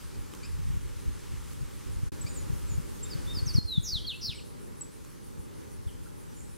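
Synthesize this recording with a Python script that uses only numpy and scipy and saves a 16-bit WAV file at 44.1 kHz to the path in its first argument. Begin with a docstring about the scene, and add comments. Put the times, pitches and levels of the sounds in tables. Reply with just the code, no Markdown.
"""A seedeater sings one phrase of falling whistles and buzzes from a bare tree; other birds chip and swoop
around it. Gusts thump a small stereo microphone, mostly in opposite sense on its two sides; leaves rustle, an
insect throbs, a far drone hangs below. The sound drops out for a moment, and the background steps down at 3.6
s."""
import sys
import numpy as np
from scipy import signal
from scipy.fft import rfft, irfft, next_fast_len
from scipy.io import wavfile
from scipy.ndimage import uniform_filter1d, map_coordinates

SR = 44100
rng = np.random.default_rng(int(sys.argv[2]) if len(sys.argv) > 2 else 0)


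def waveform_to_disk(signal):
    """Save audio, clipped to [-1, 1], as 16-bit WAV at the path in sys.argv[1]."""
    frames = np.transpose(np.atleast_2d(signal))
    scaled = np.clip(frames, -1, 1) * 32767
    samples = np.round(scaled).astype(np.int16)
    wavfile.write(sys.argv[1], SR, samples)


N = 289737

# the singer, one row a note: (start s, length s, from Hz, to Hz, bend of the glide, peak dB, peak at share of
# length)
SONG = [  # the singer's whistles: (start s, length s, from Hz, to Hz, bend of the glide, peak dB, peak at share of length)
    (3.04, .052, 3636, 3730, 1.1, -55, 0.55), (3.097, 0.049, 5330, 4380, 1.65, -45.5, 0.66),
    (3.264, 0.073, 3450, 3658, 5.6, -46, 0.68), (3.337, .07, 5340, 4300, 1.4, -39.5, 0.86),
    (3.458, 0.069, 6550, 4400, 3, -38.5, 0.35), (3.537, 0.063, 6130, 4240, 3.6, -35, 0.89),
    (3.673, 0.13, 4240, 3377, 1.4, -36, 0.37), (3.912, 0.082, 4770, 3010, 1.3, -32.5, 0.34),
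    (4.044, 0.016, 3340, 3250, 2.5, -41.5, 0.46), (4.064, .066, 4640, 2605, 1.15, -35, .45),
    (4.128, 0.034, 2578, 2770, .9, -43.5, .5), (4.274, 0.04, 4460, 2970, 1.23, -35, 0.29),
    (4.342, 0.02, 2130, 2280, 2.2, -53, .5), (4.369, .032, 3240, 2120, .6, -50, 0.83)]
# a rasping caller, loudest on its second harmonic: (start s, length s, from Hz, to Hz of the second harmonic,
# bend of the glide, peak dB, peak at share of length)
RASP = [(.43, .036, 4460, 5160, 1.4, -44.5, 0.37), (2.262, 0.0247, 4470, 5020, 1.3, -48, 0.77)]  # a rasping caller, pitch of its second harmonic: columns as above
# thin calls of birds off to the right: (start s, length s, from Hz, to Hz, bend of the glide, peak dB, peak at
# share of length)
CALLS_FAR = [  # thin calls of birds off to the right: columns as above
    (2.278, 0.034, 8300, 8400, 1.5, -54, .4),
    (2.266, 0.075, 6900, 7150, 4.5, -56, .35), (2.335, 0.062, 10400, 6920, 2.4, -47.5, 0.65),
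    (2.405, .03, 6860, 6400, .8, -64, .3), (2.676, 0.075, 8200, 6850, 3.1, -52.5, 0.6),
    (3.798, 0.026, 8800, 8830, 1.1, -59, .5),
    (4.335, 0.065, 8900, 7980, 3.7, -59, .4),
    (5.874, 0.028, 3530, 2940, 1.2, -56.5, .5), (6.058, 0.015, 1230, 1500, 1.4, -54.5, .15),
    (6.285, .06, 5960, 5850, .8, -68, .6), (6.36, 0.027, 6890, 7560, 1.3, -58, .6),
    (6.385, 0.027, 7600, 6850, 1.7, -59, .4), (6.4, .032, 7250, 8050, 0.56, -59, .7),
    (6.4, 0.064, 8400, 9150, 4.1, -63, .2), (6.44, .05, 8000, 7900, 1.1, -67, .2)]
# the hardest single gusts: (s, peak dB, Hz, +1 push from the left or -1 from the right, part both sides share dB)
THUMPS = [(0.5506, -24.0, 80, 1, -12), (0.5972, -23.0, 109, 1, -14), (0.6884, -20.0, 107, 1, -23),
          (0.7062, -20.0, 121, 1, -16), (0.7358, -24.0, 78, 1, -11), (0.774, -17.0, 107, -1, -20),
          (1.0775, -25.0, 64, -1, -5), (1.0859, -24, 78, 1, -12), (1.3421, -24, 103, 1, -9),
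          (1.6308, -20.0, 121, -1, -14), (2.0357, -16.0, 102, -1, -24), (2.2508, -22, 105, -1, -14),
          (2.5037, -18.0, 113, -1, -16), (2.5347, -20.0, 84, -1, -11), (2.7206, -22.0, 110, -1, -12),
          (2.7839, -18.0, 99, 1, -12), (3.1568, -22.0, 106, 1, -15), (3.429, -19.0, 90, -1, -14),
          (3.4717, -19.0, 109, -1, -13), (3.5558, -12.0, 104, -1, -15), (3.5795, -20.0, 130, -1, -12),
          (3.583, -16.5, 130, 1, -12), (3.5873, -13.5, 163, -1, -12), (3.6545, -21.0, 78, -1, -13),
          (3.782, -11.0, 135, -1, -13), (3.8007, -20.0, 95, -1, -21), (3.9596, -24, 113, 1, -11),
          (4.296, -26, 105, -1, -8), (5.398, -30.0, 64, -1, -11), (5.8722, -22.0, 78, 1, -19)]  # fixed
# small twig ticks: (s, peak dB, Hz)
TICKS = [(.337, -36, 3000), (.350, -37, 6260), (2.148, -46, 6500), (4.811, -51, 5500), (5.049, -46.5, 7000)]
# wind strength: (s, buffet dB of the left-right difference)
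BUFFET = [(0, -36.5), (.12, -32), (.3, -42), (.66, -25), (.9, -35), (1.08, -26), (1.22, -37), (1.35, -33.5), (1.5, -36), (1.63, -31), (1.8, -38.5),
          (1.99, -27), (2.12, -35.5), (2.4, -36.5), (2.53, -33.5), (2.76, -30.5), (2.9, -43), (3.08, -39), (3.3, -32.5), (3.55, -35.5), (3.72, -44),
          (3.96, -36), (4.15, -46), (4.29, -37.5), (4.45, -46.5), (5.65, -47), (5.9, -37), (6.1, -46), (6.57, -42)]
# background, stepping at the dropout and again at 3.59 s: (s, drone dB, leaves dB, hiss dB)
AIR = [(0, -47, -51, -55), (.8, -47.2, -51.5, -55.5), (2.09, -46.5, -51.5, -55), (2.12, -48, -55, -57),
       (3.588, -47, -54, -56.5), (3.592, -51.5, -61.5, -62.5), (5.2, -50.5, -61, -62.5), (6.57, -50.5, -61, -62)]
# spectra: (Hz, dB per Hz)
GUST = [(12, -29), (25, -1.5), (50, 2), (90, 2), (140, -8.5), (240, -22.5), (500, -55), (900, -90)]
DRONE = [(30, -51), (70, -3), (130, 2), (250, -0.5), (420, -3), (560, -8.5), (1000, -14.5), (1500, -21), (2500, -32), (5000, -74)]
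LEAVES = [(200, -22), (600, -7.5), (1200, -0.5), (2000, -3.5), (4000, -7), (8000, -9), (12000, -24), (16000, -69.5)]
HISS = [(1000, -8.5), (3000, -6.5), (6000, -2.5), (10000, 0), (13000, -4.5), (16000, -10.5)]
WINGS = [(3500, -37), (5500, -19), (8300, 4.5), (10400, 12.5), (11500, -3), (13500, 0), (16000, -16)]
DROPOUT = [(2.087, -4.5), (2.089, -20), (2.096, -14), (2.099, -38), (2.11, -36), (2.113, -65), (2.117, -70), (2.12, -0.5)]  # (s, dB)
TREES = [(2000, 0.27), (3500, 0.5), (5000, 0.55), (10000, 0.15)]  # (Hz, t60 s)
TOP_HZ = 15800  # fixed
TWIG = [(1127, -8, 0.03), (1510, -8, 0.021)]  # (Hz, dB, t60 s)
BUZZ_HZ, BUZZ_TOP_S = 209.9, 3.8701  # fixed
BEAK = [(2000, 0), (7000, -0.5), (7600, -12), (9500, -4), (13000, 5), (16000, 8)]  # the singer's overtones: (Hz, dB)
ECHOES = [(.0031, -10.5), (.0074, -11), (0.014, -14)]  # nearest branches: (delay s, dB)
STEP_S = 3.5894  # gust pulses begun before this moment stop short here
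BUZZES = [(3.824, 0.086, 7520, 5170, 1.7, -36, 0.9), (4.209, .065, 5590, 4830, 1.3, -35.5, 0.79)]  # columns as above
SWING_HZ = 520  # pitch swing of a buzz  # fixed
FLICKS_S, FLICK_GAP_S, FLICK_LOSS_DB, FLICK_SAG_HZ = 4.3125, .009, 2, 170  # three quick falling flicks  # fixed
FLICK = (.006, 3200, 2350, 1, -39, .35)  # the first flick: columns as above, after the start  # fixed
PUFF_DB, PUFF_SPREAD_DB, PUFF_HZ = 3, 4, 94  # lesser gusts fall at random, this far over the buffeting
SWELL_S, SWELL_WIDTH_S, SWELL_DB = 1.52, .035, 4.5  # the hiss swells briefly
THROB_RUNS = [(.034, 2.0), (2.417, 6.6)]  # the insect's runs of beats: (first s, end s)  # fixed
THROB_GAP_S = .1576  # fixed
LINGER, SQUARE = 1.3, 2.5  # a whistle dwells on its first pitch; how flat-topped the level arch is
CHIPS = [(2.209, 7730, -42), (3.028, 7480, -38), (4.808, 7800, -36)]  # one sharp chipping bird: (start s, pitch Hz, peak dB)
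CHIP_S, CHIP_DROP_HZ, CHIP_BEND, CHIP_PEAK_AT = 0.023, 450, 4.6, .3
PUFF_COMMON_DB = -14.5  # the part of a lesser gust that both sides share
THROB_DB = -61.5
THROB_SPREAD_DB = .7  # fixed
NARROW_HZ_PER_DB = 11  # a buzz swings less while it is still faint


def amp(db):
    """dB to gain."""
    return 10 ** (np.asarray(db) / 20)


def unit(x):
    """Scaled to rms 1."""
    return x / np.sqrt(np.mean(x ** 2) + 1e-20)


def along(points, hz):
    """(Hz, value) points on a log axis."""
    f, v = np.transpose(points)
    return np.interp(np.log(hz + 1), np.log(f + 1), v)


def curves(rows):
    """One value per sample for each column after the time."""
    s, *cols = np.transpose(rows)
    return [np.interp(np.arange(N) / SR, s, c) for c in cols]


def wobble(rate):
    """A smooth random curve, rate knots a second."""
    return map_coordinates(rng.standard_normal(int(N * rate / SR) + 4), [np.arange(N) * rate / SR])


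def filtered(x, response):
    """x times a complex response of frequency."""
    m = next_fast_len(N + SR // 2)
    return irfft(rfft(x, m) * response(np.fft.rfftfreq(m, 1 / SR)), m)[..., :N]


def rush(spectrum, side_db, patchy_db):
    """Left and right from unrelated patchy sum and difference noises; the sum has rms 1."""
    z = signal.stft(rng.standard_normal((2, N)), nperseg=512)[2]
    field = uniform_filter1d(uniform_filter1d(rng.standard_normal(z.shape[1:]), 6, 0), 12, 1)
    pair = signal.istft(z * amp(patchy_db * unit(field)), nperseg=512)[1][:, :N]
    mid, side = map(unit, filtered(pair, lambda hz: amp(along(spectrum, hz))))
    return np.array([mid + amp(side_db) * side, mid - amp(side_db) * side])


def whistles(notes, partials, edge, flutter_db, scatter_hz, haze):
    """Sine notes with (multiple, dB) partials. A buzz swings the pitch fast and lifts the overtones.
    The fainter a note, the more the foliage on its way breaks it up and scatters it.
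    Returns the direct sound and the sound sent into the trees."""
    out, flutter, waver = np.zeros((2, N)), wobble(170), wobble(700)  # fixed
    for note in notes:
        s, hz, db, swing = np.transpose(note)
        t = np.arange(s[0] - edge, s[-1] + edge, 1 / SR)
        span = slice(round(t[0] * SR), round(t[0] * SR) + len(t))
        depth = np.interp(t, s, swing)
        broken = np.clip((-db.max() - 35.5) / 20, .3, 2)
        pitch = np.interp(t, s, hz) + depth * np.cos(2 * np.pi * BUZZ_HZ * (t - BUZZ_TOP_S))
        phase = 2 * np.pi * np.cumsum(pitch + (scatter_hz * broken + 0.25 * depth) * waver[span]) / SR
        fade = np.clip(np.minimum(t - t[0], t[-1] - t) / (2 * edge), 0, 1)
        size = np.sqrt(2) * amp(np.interp(t, s, db) + flutter_db * broken * flutter[span]) * fade
        out[:, span] += [[1], [broken ** haze]] * size * sum(amp(g + (k > 1) * depth / 110) * (k * pitch < SR / 2) * np.sin(k * phase)
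                                for k, g in partials)
    return out


def placed(x, left_db, lag_us):
    """A source off centre: level and arrival differ between the sides (lag of the left)."""
    return filtered(x, lambda hz: [amp(left_db / 2) * np.exp(-1j * np.pi * hz * lag_us * 1e-6),
                                   amp(-left_db / 2) * np.exp(1j * np.pi * hz * lag_us * 1e-6)])


def trees(x, side_db):
    """Trunks and branches scatter back a dense tail, mostly from ahead."""
    hz, t, z = signal.stft(rng.standard_normal((2, SR // 2)), SR, nperseg=256)
    mid, side = signal.istft(z * amp(-60 * t / along(TREES, hz)[:, None]), SR, nperseg=256)[1]
    tail = np.array([mid + amp(side_db) * side, mid - amp(side_db) * side]) / np.linalg.norm(mid)
    return signal.fftconvolve(np.pad(x, (400, 0))[None], tail, axes=1)[:, :N]


def birds():
    """The singer ahead, the rasping caller a little left, the thin calls right; all echo in the trees."""
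    song = whistles(song_notes(), [(1, 0.0), (2, -27.5), (3, -31.0)], edge=.003, flutter_db=3.5, scatter_hz=22, haze=0)
    song, song_wet = filtered(song, lambda hz: amp(along(BEAK, hz)))
    # strong early copies beat against a gliding note
    early = filtered(song, lambda hz: sum(amp(db) * np.exp(-2j * np.pi * hz * s) for s, db in ECHOES))
    rasp, rasp_wet = whistles(shaped(RASP, rise_db=9, fall_db=11), [(.5, -3), (1, 0), (1.5, -6)], edge=.004, flutter_db=4, scatter_hz=330, haze=0)  # fixed
    far, far_wet = whistles(far_notes(), [(0.99, 0)], edge=0.0025, flutter_db=2.0, scatter_hz=90, haze=0.67)
    direct = song + early + placed(rasp, 1.8, -10) + placed(far, -1.4, 16)
    return (direct + amp(-12.0) * trees(song_wet, side_db=-11.0) + amp(-12.0) * trees(rasp_wet, side_db=-11)
            + amp(-6.5) * trees(far_wet, side_db=-12.5))


def ticks():
    """A brief crack, broad around its own pitch, and the twig's short ring."""
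    out, t = np.zeros(N), np.arange(2000) / SR
    for s, db, hz in TICKS:
        crack = amp(-60 * t / 0.0099) * (np.cos(2 * np.pi * hz * t) + 1.5 * rng.standard_normal(2000))
        ring = sum(amp(level - 60 * t / t60) * np.sin(2 * np.pi * f * t) for f, level, t60 in TWIG)
        out[round(s * SR):][:2000] += amp(db) * (crack + ring)
    return filtered(out, lambda hz: 1 / np.hypot(1, (hz / 9000) ** 2))


def wind():
    """Buffeting, lumpier as it strengthens, plus single pressure pulses, opposite on the two sides with a small
    common part."""
    gust_db = curves(BUFFET)[0]
    lumps_db = 3 * np.clip((gust_db + 45) / 12, 0, 1) * wobble(25)
    buffet = amp(gust_db - 13.5 + lumps_db) * rush(GUST, side_db=12, patchy_db=1)
    mid, side, t = np.zeros(N), np.zeros(N), np.arange(-1000, 1000) / SR
    chance = rng.standard_normal((90, 3))
    when = np.linspace(.05, N / SR - .05, num=90) + .035 * np.tanh(chance[:, 0])  # fixed
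    puffs = np.transpose([when, gust_db[(when * SR).astype(int)] + PUFF_DB + PUFF_SPREAD_DB * chance[:, 1],
                          PUFF_HZ * amp(2.5 * chance[:, 2]), np.sign(chance[:, 0]), PUFF_COMMON_DB + 0 * when])
    gusts = THUMPS + list(puffs)
    for (s, db, hz, way, common_db), turn in zip(gusts, rng.normal(0.31, 1.0, len(gusts))):
        alive = 1 if s > STEP_S else np.clip((STEP_S - s - t) / .0012, 0, 1)  # fixed
        bell = way * amp(db) * np.exp(-(1.74 * hz * t) ** 2) * alive
        side[round(s * SR) - 1000:][:2000] += bell * np.cos(2 * np.pi * hz * t + 0.57)  # rebound beats the lead-in
        mid[round(s * SR) - 1000:][:2000] += amp(common_db) * bell * np.cos(2 * np.pi * hz * t + turn)
    return buffet + np.array([mid + side, mid - side])


def background():
    """Far drone, leaves, microphone hiss and a stridulating insect."""
    t = np.arange(N) / SR
    drone_db, leaves_db, hiss_db = curves(AIR)
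    hiss_db = hiss_db + SWELL_DB * np.exp(-((t - SWELL_S) / SWELL_WIDTH_S) ** 2)
    beats = np.concatenate([np.arange(first, end, THROB_GAP_S) for first, end in THROB_RUNS])
    sizes = amp(THROB_DB + THROB_SPREAD_DB * rng.standard_normal(len(beats)))
    throb = sum(size * np.exp(-((t - s) / np.where(t < s, .025, .06)) ** 2) for s, size in zip(beats, sizes))
    return (amp(drone_db - 4.0 + wobble(3.026)) * rush(DRONE, side_db=8.0, patchy_db=1.0)
            + amp(leaves_db + 0.63 * wobble(7.0)) * rush(LEAVES, side_db=-16.0, patchy_db=1.0)
            + amp(hiss_db) * rush(HISS, side_db=-0.5, patchy_db=2.1)
            + throb * rush(WINGS, side_db=-12, patchy_db=2.2))  # fixed


def shaped(rows, rise_db, fall_db, swing_hz=0, linger=1):
    """Each row as a note: the pitch glides fast first if bent over 1, the level arches to its peak."""
    u, notes = np.linspace(0, 1, num=24), []
    for s, length, from_hz, to_hz, bend, db, at in rows:
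        at = np.clip(at, .05, .95)  # fixed
        arch_db = np.where(u < at, rise_db * abs(1 - u / at) ** SQUARE, fall_db * abs((u - at) / (1 - at)) ** SQUARE)
        notes.append(np.transpose([s + length * u, to_hz + (from_hz - to_hz) * (1 - u ** linger) ** bend, db - arch_db,
                                   np.clip(swing_hz - NARROW_HZ_PER_DB * arch_db, 0, None)]))
    return notes


def song_notes():
    """Whistles, buzzes and the flicks that end the last long fall."""
    length, from_hz, to_hz, bend, db, at = FLICK
    flicks = [(FLICKS_S + k * FLICK_GAP_S, length, from_hz - k * FLICK_SAG_HZ, to_hz - k * FLICK_SAG_HZ, bend,
               db - k * FLICK_LOSS_DB, at) for k in range(3)]
    return shaped(SONG + flicks, rise_db=10.5, fall_db=13.5, linger=LINGER) + shaped(BUZZES, rise_db=17, fall_db=-1.0, swing_hz=SWING_HZ)


def far_notes():
    """The chips share one shape; the other thin calls swell more slowly."""
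    chips = [(s, CHIP_S, hz + CHIP_DROP_HZ, hz, CHIP_BEND, db, CHIP_PEAK_AT) for s, hz, db in CHIPS]
    return shaped(chips, rise_db=16.0, fall_db=15.0) + shaped(CALLS_FAR, rise_db=9.5, fall_db=6)


def scene():
    """Everything that reaches the microphone."""
    return birds() + wind() + background() + ticks()


def record(dry):
    """The microphone has a dip in its response; the sound drops out briefly; nothing passes above the band limit."""
    dip = lambda hz: amp(-11 * np.exp(-((hz - 690) / 75) ** 2))
    return filtered(filtered(dry, dip) * amp(curves(DROPOUT)[0]), lambda hz: hz < TOP_HZ)


dry = scene()
out = record(dry)
waveform_to_disk(out)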